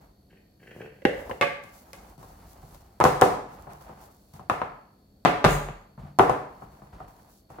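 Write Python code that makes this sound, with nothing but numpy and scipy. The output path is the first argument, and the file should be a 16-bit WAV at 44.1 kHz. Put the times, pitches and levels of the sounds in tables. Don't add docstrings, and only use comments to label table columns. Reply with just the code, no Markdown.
import sys
import numpy as np
from scipy import signal
from scipy.fft import rfft, irfft, next_fast_len
from scipy.io import wavfile
from scipy.ndimage import uniform_filter1d

SR = 44100
rng = np.random.default_rng(int(sys.argv[2]) if len(sys.argv) > 2 else 0)


def store_pcm(level_fs):
    pcm = np.round(np.clip(level_fs, -1, 1) * 32767).astype(np.int16)
    wavfile.write(sys.argv[1], SR, np.atleast_2d(pcm).T)


N = 335160

# f/Hz, width/Hz, level/dB
RUB_BANDS = [(3220, 2700, -9.5), (6630, 4900, -9), (9600, 980, 0), (13100, 17000, -5)]


def undb(db):
    return np.exp(np.asarray(db, float) * np.log(10) / 20)


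def unit(x):
    return x / np.sqrt(np.mean(x ** 2))


def resonate(x, peaks):
    n = next_fast_len(N)
    f = np.fft.rfftfreq(n, 1 / SR) + 1e-3
    shape = sum((-1) ** k * undb(db) / (1 + 1j * (f - hz ** 2 / f) / width)
                for k, (hz, width, db) in enumerate(peaks))
    return irfft(rfft(x, n) * shape, n)[..., :N]


def wide(mid, side):
    side = signal.sosfilt(signal.butter(2, 600, "high", fs=SR, output="sos"), side)
    return np.array([mid + side, mid - side])


def grit(per_s, spread_db):
    when, sign, size = rng.random((3, N))
    return unit((when < per_s / SR) * np.sign(sign - .5) * undb(-spread_db * np.log(1 - size)))


def strokes(table, attack_s, t60_s):
    t, gains = np.arange(N) / SR, 0
    for start, length, *db in table:
        rise = np.clip((t - start) / attack_s, 0, 1)
        fall = undb(-60 * np.maximum(t - start - length, 0) / t60_s)
        gains = gains + np.outer(undb(db), rise * fall)
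    return gains


def ring(modes, t, tilt_db, detune, scatter_db=1.5):
    hz, db, t60 = np.transpose(modes)[..., None]
    weight, mistune = rng.standard_normal((2, len(modes), 1))
    gain = undb(db + tilt_db * np.log2(hz / 700) + scatter_db * weight)
    sines = np.sin(2 * np.pi * hz * (1 + detune * mistune) * t)
    y = np.sum(gain * sines * undb(-60 * t / t60), axis=0)
    return y / np.abs(y).max()


def blows(hits, modes, contact_s, crack_s, crack_hz, chatter_db, chatter_s, slab_tilt_db):
    # f/Hz, level/dB, t60/s
    slab_modes = [(43, -22, .4), (95, -10, .1), (145, 0, .11), (190, -5, .07)]
    out, t = np.zeros((3, N + SR)), np.arange(SR // 3) / SR
    treble = signal.butter(1, [2400, crack_hz], "band", fs=SR, output="sos")
    radiation = signal.butter(2, 110.2, "high", fs=SR, output="sos")
    push = t * np.exp(-t / contact_s)
    click = signal.sosfilt(treble, np.arange(len(t)) == 0) * np.sqrt(crack_s * SR / 2)
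    settling, fade = np.exp(-t / chatter_s), np.cos(np.pi / 2 * t / t[-1])
    for start, ring_db, thud_db, crack_db, balance_db, *tilt_db in hits:
        noise = rng.standard_normal((4, len(t)))
        body = signal.fftconvolve(ring(modes, t, sum(tilt_db), detune=.015), push / push.sum())
        body = signal.sosfilt(radiation, body[:len(t)])
        chatter = wide(*signal.fftconvolve(body[None], noise[:2] * settling, axes=1)[:, :len(t)])
        chatter *= undb(chatter_db) / np.abs(chatter).max()
        thud = ring(slab_modes, t, slab_tilt_db, detune=.01)
        thud *= 1 - np.exp(-t / 0.008)
        crack = signal.sosfilt(treble, noise[2:] * (np.exp(-t / crack_s) + 0.13 * settling))
        solid = undb(ring_db) * body + undb(thud_db) * thud
        near = solid + undb(ring_db) * chatter + undb(crack_db) * crack
        near *= undb([[balance_db / 2], [-balance_db / 2]])
        far = solid + undb(crack_db + 0.5) * click
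        i = int(start * SR)
        out[:, i:i + len(t)] += np.vstack([near, far]) * fade
    return out[:, :N]


def fridge():
    # f/Hz, relative level/dB
    spectrum = [(18, -35.5), (30, 5.5), (75, 3), (280, -3.5), (374, -8), (740, -14), (889, -23.5),
                (2900, -35.5), (4420, -26.5), (5450, -33.5), (9460, -36.5), (12600, -29), (16000, -39.5)]
    # f/Hz, level/dB, pitch wander as a share
    hum_tones = [(199.5, -68.5, 0.0054)]
    # multiple of the shaft rate, level/dB
    harmonics = [(83, -97), (84, -91), (85, -81), (86, -91), (87, -89), (88, -97), (89, -96), (90, -96)]
    shaft_hz, t, n = 51.92, np.arange(N) / SR, next_fast_len(N)
    band_hz, band_db = np.transpose(spectrum)
    shape = undb(np.interp(np.log(np.fft.rfftfreq(n, 1 / SR) + 1), np.log(band_hz), band_db))
    noise = irfft(rfft(rng.standard_normal((2, n))) * shape, n)[:, :N]
    wander = unit(uniform_filter1d(rng.standard_normal(N), int(0.032 * SR)))
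    hum = sum(undb(db) * np.sin(2 * np.pi * np.cumsum(hz * (1 + share * wander)) / SR)
              for hz, db, share in hum_tones)
    whine = sum(undb(db) * np.cos(2 * np.pi * k * shaft_hz * t) for k, db in harmonics)
    return undb(-60) * wide(*unit(noise)) + np.sqrt(2) * (hum + whine) * undb([[1.5], [-1.5]])


def slide():
    # t/s, length/s, grind/dB, swish/dB, rumble/dB
    shifts = [(0, 0.038, -59, -71, -59), (1.12, 0.23, -50, -59.5, -51), (1.62, 0.29, -59, -63, -60),
              (1.93, 0.18, -56, -63.5, -54), (2.18, 0.56, -58.5, -62.5, -53), (2.8, 0.31, -65, -71, -60),
              (3.48, .16, -52.5, -65, -52), (3.69, 0.032, -49.5, -69, -57), (3.8, 0.25, -54.5, -68, -57.5),
              (4.1, 0.22, -74, -67.5, -73), (4.33, 0.066, -56, -80, -63), (5.98, 0.092, -54, -83, -49),
              (6.48, 0.4, -59, -70.5, -58.5), (6.92, 0.11, -56, -79, -50.5),
              (7.07, 0.22, -61.5, -68, -73.5), (7.49, 0.14, -54.5, -68, -57.5)]
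    # t/s, length/s, level/dB
    brushes = [(1.3, 0.033, -80), (1.72, .08, -62), (2.21, 0.036, -65), (2.48, 0.038, -69),
               (2.73, 0.027, -62), (3.51, 0.026, -68), (3.6, 0.044, -75), (3.69, 0.13, -68),
               (3.8, 0.048, -67), (3.99, .07, -62.5), (4.33, 0.037, -63), (6.6, 0.033, -69),
               (6.7, 0.044, -75), (7.29, 0.11, -64)]
    # f/Hz, width/Hz, level/dB
    grind_bands = [(155, 300, -2), (454, 535, -0.5), (750, 275, 4), (1227, 1090, -9), (2480, 4700, -23.5)]
    rumble_bands = [(49.3, 23, 5.5), (106.3, 13, -1), (147, 62, -9)]
    uneven_db = 1.5 * unit(uniform_filter1d(rng.standard_normal((3, N)), int(.04 * SR), axis=1))
    grind, swish, rumble = strokes(shifts, attack_s=0.014, t60_s=0.43) * undb(uneven_db)
    swish += strokes(brushes, attack_s=0.027, t60_s=0.13)[0]
    rough = wide(*(unit(resonate(grit(2500, 2.1), grind_bands)) for _ in range(2)))
    soft = np.array([unit(resonate(grit(4000, 2.4), RUB_BANDS)) for _ in range(2)])
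    low = unit(resonate(rng.standard_normal(N), rumble_bands))
    return grind * rough + swish * soft + rumble * low


def spatula_scrape():
    # t/s, length/s, squeak/dB, wall/dB, hiss/dB
    scrapes = [(.28, 0.091, -77, -63.5, -84), (.595, 0.2, -71, -55, -70.5), (.742, 0.13, -74.5, -48.5, -70),
               (.91, 0.18, -76, -59.5, -75)]
    # t/s, level/dB
    slip_times = [(.31, -64), (.335, -65), (0.374, -64), (0.602, -64.5), (0.634, -56.5), (0.676, -50.5),
                  (0.715, -48.5), (.805, -54), (0.818, -45), (0.861, -49.5)]
    # f/Hz, width/Hz, level/dB
    squeak_bands = [(1624, 174, 13), (1940, 350, 10), (2430, 680, 6.5), (3170, 390, 1)]
    wall_bands = [(140, 44, 4.5), (433, 110, 5.5), (840, 1100, -9)]
    t, judder_per_s = np.arange(N) / SR, 80
    squeak, wall, hiss = strokes(scrapes, attack_s=0.026, t60_s=0.1)
    slips = sum(undb(db) * np.exp(-((t - s) / .006) ** 2) for s, db in slip_times)
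    bursts = (squeak + slips) * unit(resonate(rng.standard_normal(N), squeak_bands))
    spacing, force = rng.standard_normal((2 * judder_per_s, 2)).T
    push_times = np.cumsum(np.exp(.25 * spacing)) / judder_per_s
    pushes = np.zeros(N)
    pushes[(push_times * SR).astype(int)] = undb(4.5 * force)
    soften = int(0.00044 * SR)
    judder = resonate(uniform_filter1d(uniform_filter1d(pushes, soften), soften), wall_bands)
    drumming = (wall + undb(-17.5) * slips) * judder / np.std(judder[:SR])
    return bursts + drumming + hiss * unit(resonate(rng.standard_normal((2, N)), RUB_BANDS))


def bowl_down():
    # t/s, ring/dB, thud/dB, crack/dB, left minus right/dB
    hits = [(1.02, -38, -51.5, -55.5, -0.77), (1.052, -1.5, -23.5, -26.5, 0.7),
            (1.312, -22, -43.5, -50, -0.8)]
    # f/Hz, level/dB, t60/s
    modes = [(299, -43, 0.078), (381, -24, 0.065), (400, -10.5, 0.012), (518, 5.5, 0.026),
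             (802, -13, 0.037), (1078, -17, 0.02), (1717, -3, 0.0073), (2030, 0, 0.0071), (2700, -8, 0.011),
             (3330, -39.5, 0.0057)]
    return blows(hits, modes, contact_s=.00005, crack_s=0.0009, crack_hz=10190,
                 chatter_db=0, chatter_s=0.0057, slab_tilt_db=6)


def pan_on_stone():
    # t/s, ring/dB, thud/dB, crack/dB, left minus right/dB, brightness/(dB per octave)
    nudges = [(1.296, -21, -30.5, -43.5, 3, 1), (1.637, -51, -40, -47.5, 7, 1),
              (2.179, -42, -30.5, -55, 3, -12), (2.229, -34, -34.5, -52, 3, 0),
              (2.63, -41, -30, -65, -1.8, -5), (2.746, -40, -51.5, -48.5, 2, 0),
              (3.67, -28.5, -28, -75, 1.5, 0), (3.894, -33, -33, -66.5, 1.5, -9),
              (4.337, -51, -27.5, -49, 1, 0), (4.395, -30.5, -27, -55, 2.5, 0),
              (5.978, -34.5, -23, -68.5, 2.5, 1), (6.033, -45.5, -22.5, -73.5, 2, 0),
              (6.621, -29.5, -29.5, -67.5, 1.6, 1), (6.82, -36.5, -32.5, -73, 1.5, 0),
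              (7.004, -26.5, -33, -63, -2, 1), (7.503, -34.5, -33, -59, 2.4, 0),
              (7.586, -27, -50, -69, 0, 0)]
    knocks = [(3.002, -6.5, -12, -27.5, 1.5, -5.5), (3.011, -5, -47, -32.5, 0.5, 11),
              (3.040, -3, -31, -15, 1, -2.5), (3.052, 1, -9, -27, 3, -7.5),
              (3.213, -10.5, -10.5, -15, 5.5, 15.5), (3.220, 3.5, -33.5, -35, -0.5, -9.5),
              (4.498, -5.5, -19, -29, 2, 13), (4.617, -13, -24, -50, 0.5, 8.5),
              (6.188, -6, -34, -21.5, 0, -8), (6.195, 4.5, -11, -34.5, 3.5, -11),
              (6.296, -6, -19, -31, 5.5, -8), (6.304, -20.5, -46, -47, 1.5, -1)]
    # f/Hz, level/dB, t60/s
    modes = [(402, -9, 0.063), (498.4, -5, 0.074), (650, 2, 0.024), (766.4, 7, 0.039), (891, 12.5, 0.014),
             (1025, 15, 0.014), (1260, 4, 0.023), (1650, -8, 0.024), (2000, -12.5, 0.0081),
             (2376, -28.5, 0.013), (3240, -35.5, 0.0041)]
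    light = blows(nudges, modes, contact_s=.0001, crack_s=0.00342, crack_hz=12000,
                  chatter_db=-4, chatter_s=0.018, slab_tilt_db=1.5)
    hard = blows(knocks, modes, contact_s=.00004, crack_s=0.0016, crack_hz=10000,
                 chatter_db=-4, chatter_s=.012, slab_tilt_db=0.26)
    return light + hard


def spatula_drop():
    # t/s, ring/dB, thud/dB, crack/dB, left minus right/dB
    hits = [(1.412, -2.5, -50, -19.5, 0), (1.424, -5.5, -25.5, -42.5, -5), (1.47, -17, -46, -63.5, 5.7),
            (1.932, -29.5, -60, -30.5, 2)]
    # f/Hz, level/dB, t60/s
    modes = [(362.4, -36, 0.035), (556, 3.5, 0.14), (717.6, -0.5, 0.16), (878, 1, 0.077), (1153, 1.5, 0.1),
             (1356, 0, 0.03), (1636, 7.5, 0.024), (1840, 5.5, 0.017), (2044, -6, 0.1), (2136, 8, 0.034),
             (2410, 13.5, 0.01), (2910, 1.5, 0.014), (3350, 2.5, 0.0072), (4160, -6, 0.0055)]
    return blows(hits, modes, contact_s=.00003, crack_s=0.00061, crack_hz=10000,
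                 chatter_db=-7, chatter_s=.014, slab_tilt_db=5.1)


def pan_on_board():
    # t/s, ring/dB, thud/dB, crack/dB, left minus right/dB
    hits = [(5.250, -1.5, -34, -8.5, 2.5), (5.257, 2.5, -17, -41.5, 4.5), (5.262, -12.5, -23, -33, -7),
            (5.279, -8.5, -50, -28.5, -5), (5.443, -1.5, 0.5, -12, 3.5), (5.448, 5.5, -8.5, -3.5, -1.5),
            (5.461, -21.5, -21.5, -50.5, 2), (5.687, -21, -25, -58, 2)]
    # f/Hz, level/dB, t60/s
    modes = [(252, -17, 0.012), (333, -8.5, 0.018), (480, 2.5, 0.0097), (584, -16.5, 0.048),
             (730, -2.5, 0.033), (894, 3.5, 0.0093), (1150, 15, 0.0035), (1730, 3, 0.0034),
             (2153, -6, 0.005), (2570, -9.5, 0.0065), (3190, -15, 0.0095)]
    return blows(hits, modes, contact_s=.00004, crack_s=0.00074, crack_hz=4580,
                 chatter_db=-7.5, chatter_s=0.013, slab_tilt_db=-2.8)


def whisk():
    # t/s, length/s, level/dB
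    rattle = [(5.48, 0.063, -41.5)]
    # f/Hz, width/Hz, level/dB
    wire_bands = [(6300, 200, -5), (6780, 160, 0), (7300, 250, -3), (8800, 350, -7), (10300, 250, -5),
                  (12000, 6000, -13), (15300, 1200, -10)]
    buzz = unit(resonate(np.array([grit(2500, 2.5), grit(2500, 2.5)]), wire_bands))
    return strokes(rattle, attack_s=.008, t60_s=0.17)[0] * buzz * undb([[3], [-4]])


def kitchen(x):
    # f/Hz, t60/s, relative level/dB
    bands = [(59.8, 0.61, 3), (149, 0.62, -1.5), (410, 0.51, 5.5), (1000, 0.59, 2), (2500, 0.55, 5),
             (5850, 0.53, 1), (12000, 0.4, 3)]
    f, t, noise = signal.stft(rng.standard_normal((2, int(1.2 * SR))), SR, nperseg=512)
    hz, *columns = np.transpose(bands)
    t60, db = (np.interp(np.log(f + 1), np.log(hz), column)[:, None] for column in columns)
    tail = signal.istft(noise * undb(db - 60 * t / t60), SR)[1]
    tail *= 1 - np.exp(-np.arange(tail.shape[1]) / SR / 0.0062)
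    tail = wide(*tail) / np.sqrt(np.sum(tail[0] ** 2))
    return undb(-2.5) * signal.fftconvolve(tail, x[None], axes=1)[:, :N]


def scene():
    rubs = spatula_scrape()
    bowl = bowl_down() + spatula_drop()
    pan = pan_on_stone() + pan_on_board()
    wires = whisk()
    near = rubs + bowl[:2] + pan[:2] + wires
    lag_s = 0.000048
    near[1] = np.interp(np.arange(N) - lag_s * SR, np.arange(N), near[1])
    to_walls = undb(-2) * (rubs.mean(axis=0) + bowl[2]) + pan[2] + wires.mean(axis=0)
    return near + kitchen(to_walls) + slide() + fridge()


def record(dry):
    y = signal.sosfilt(signal.butter(6, 38, "high", fs=SR, output="sos"), dry)
    y = y / (1 + (y / .95) ** 4) ** .25
    return signal.sosfilt(signal.ellip(10, .2, 80, 16200, fs=SR, output="sos"), y)


dry = scene()
out = record(dry)
store_pcm(out)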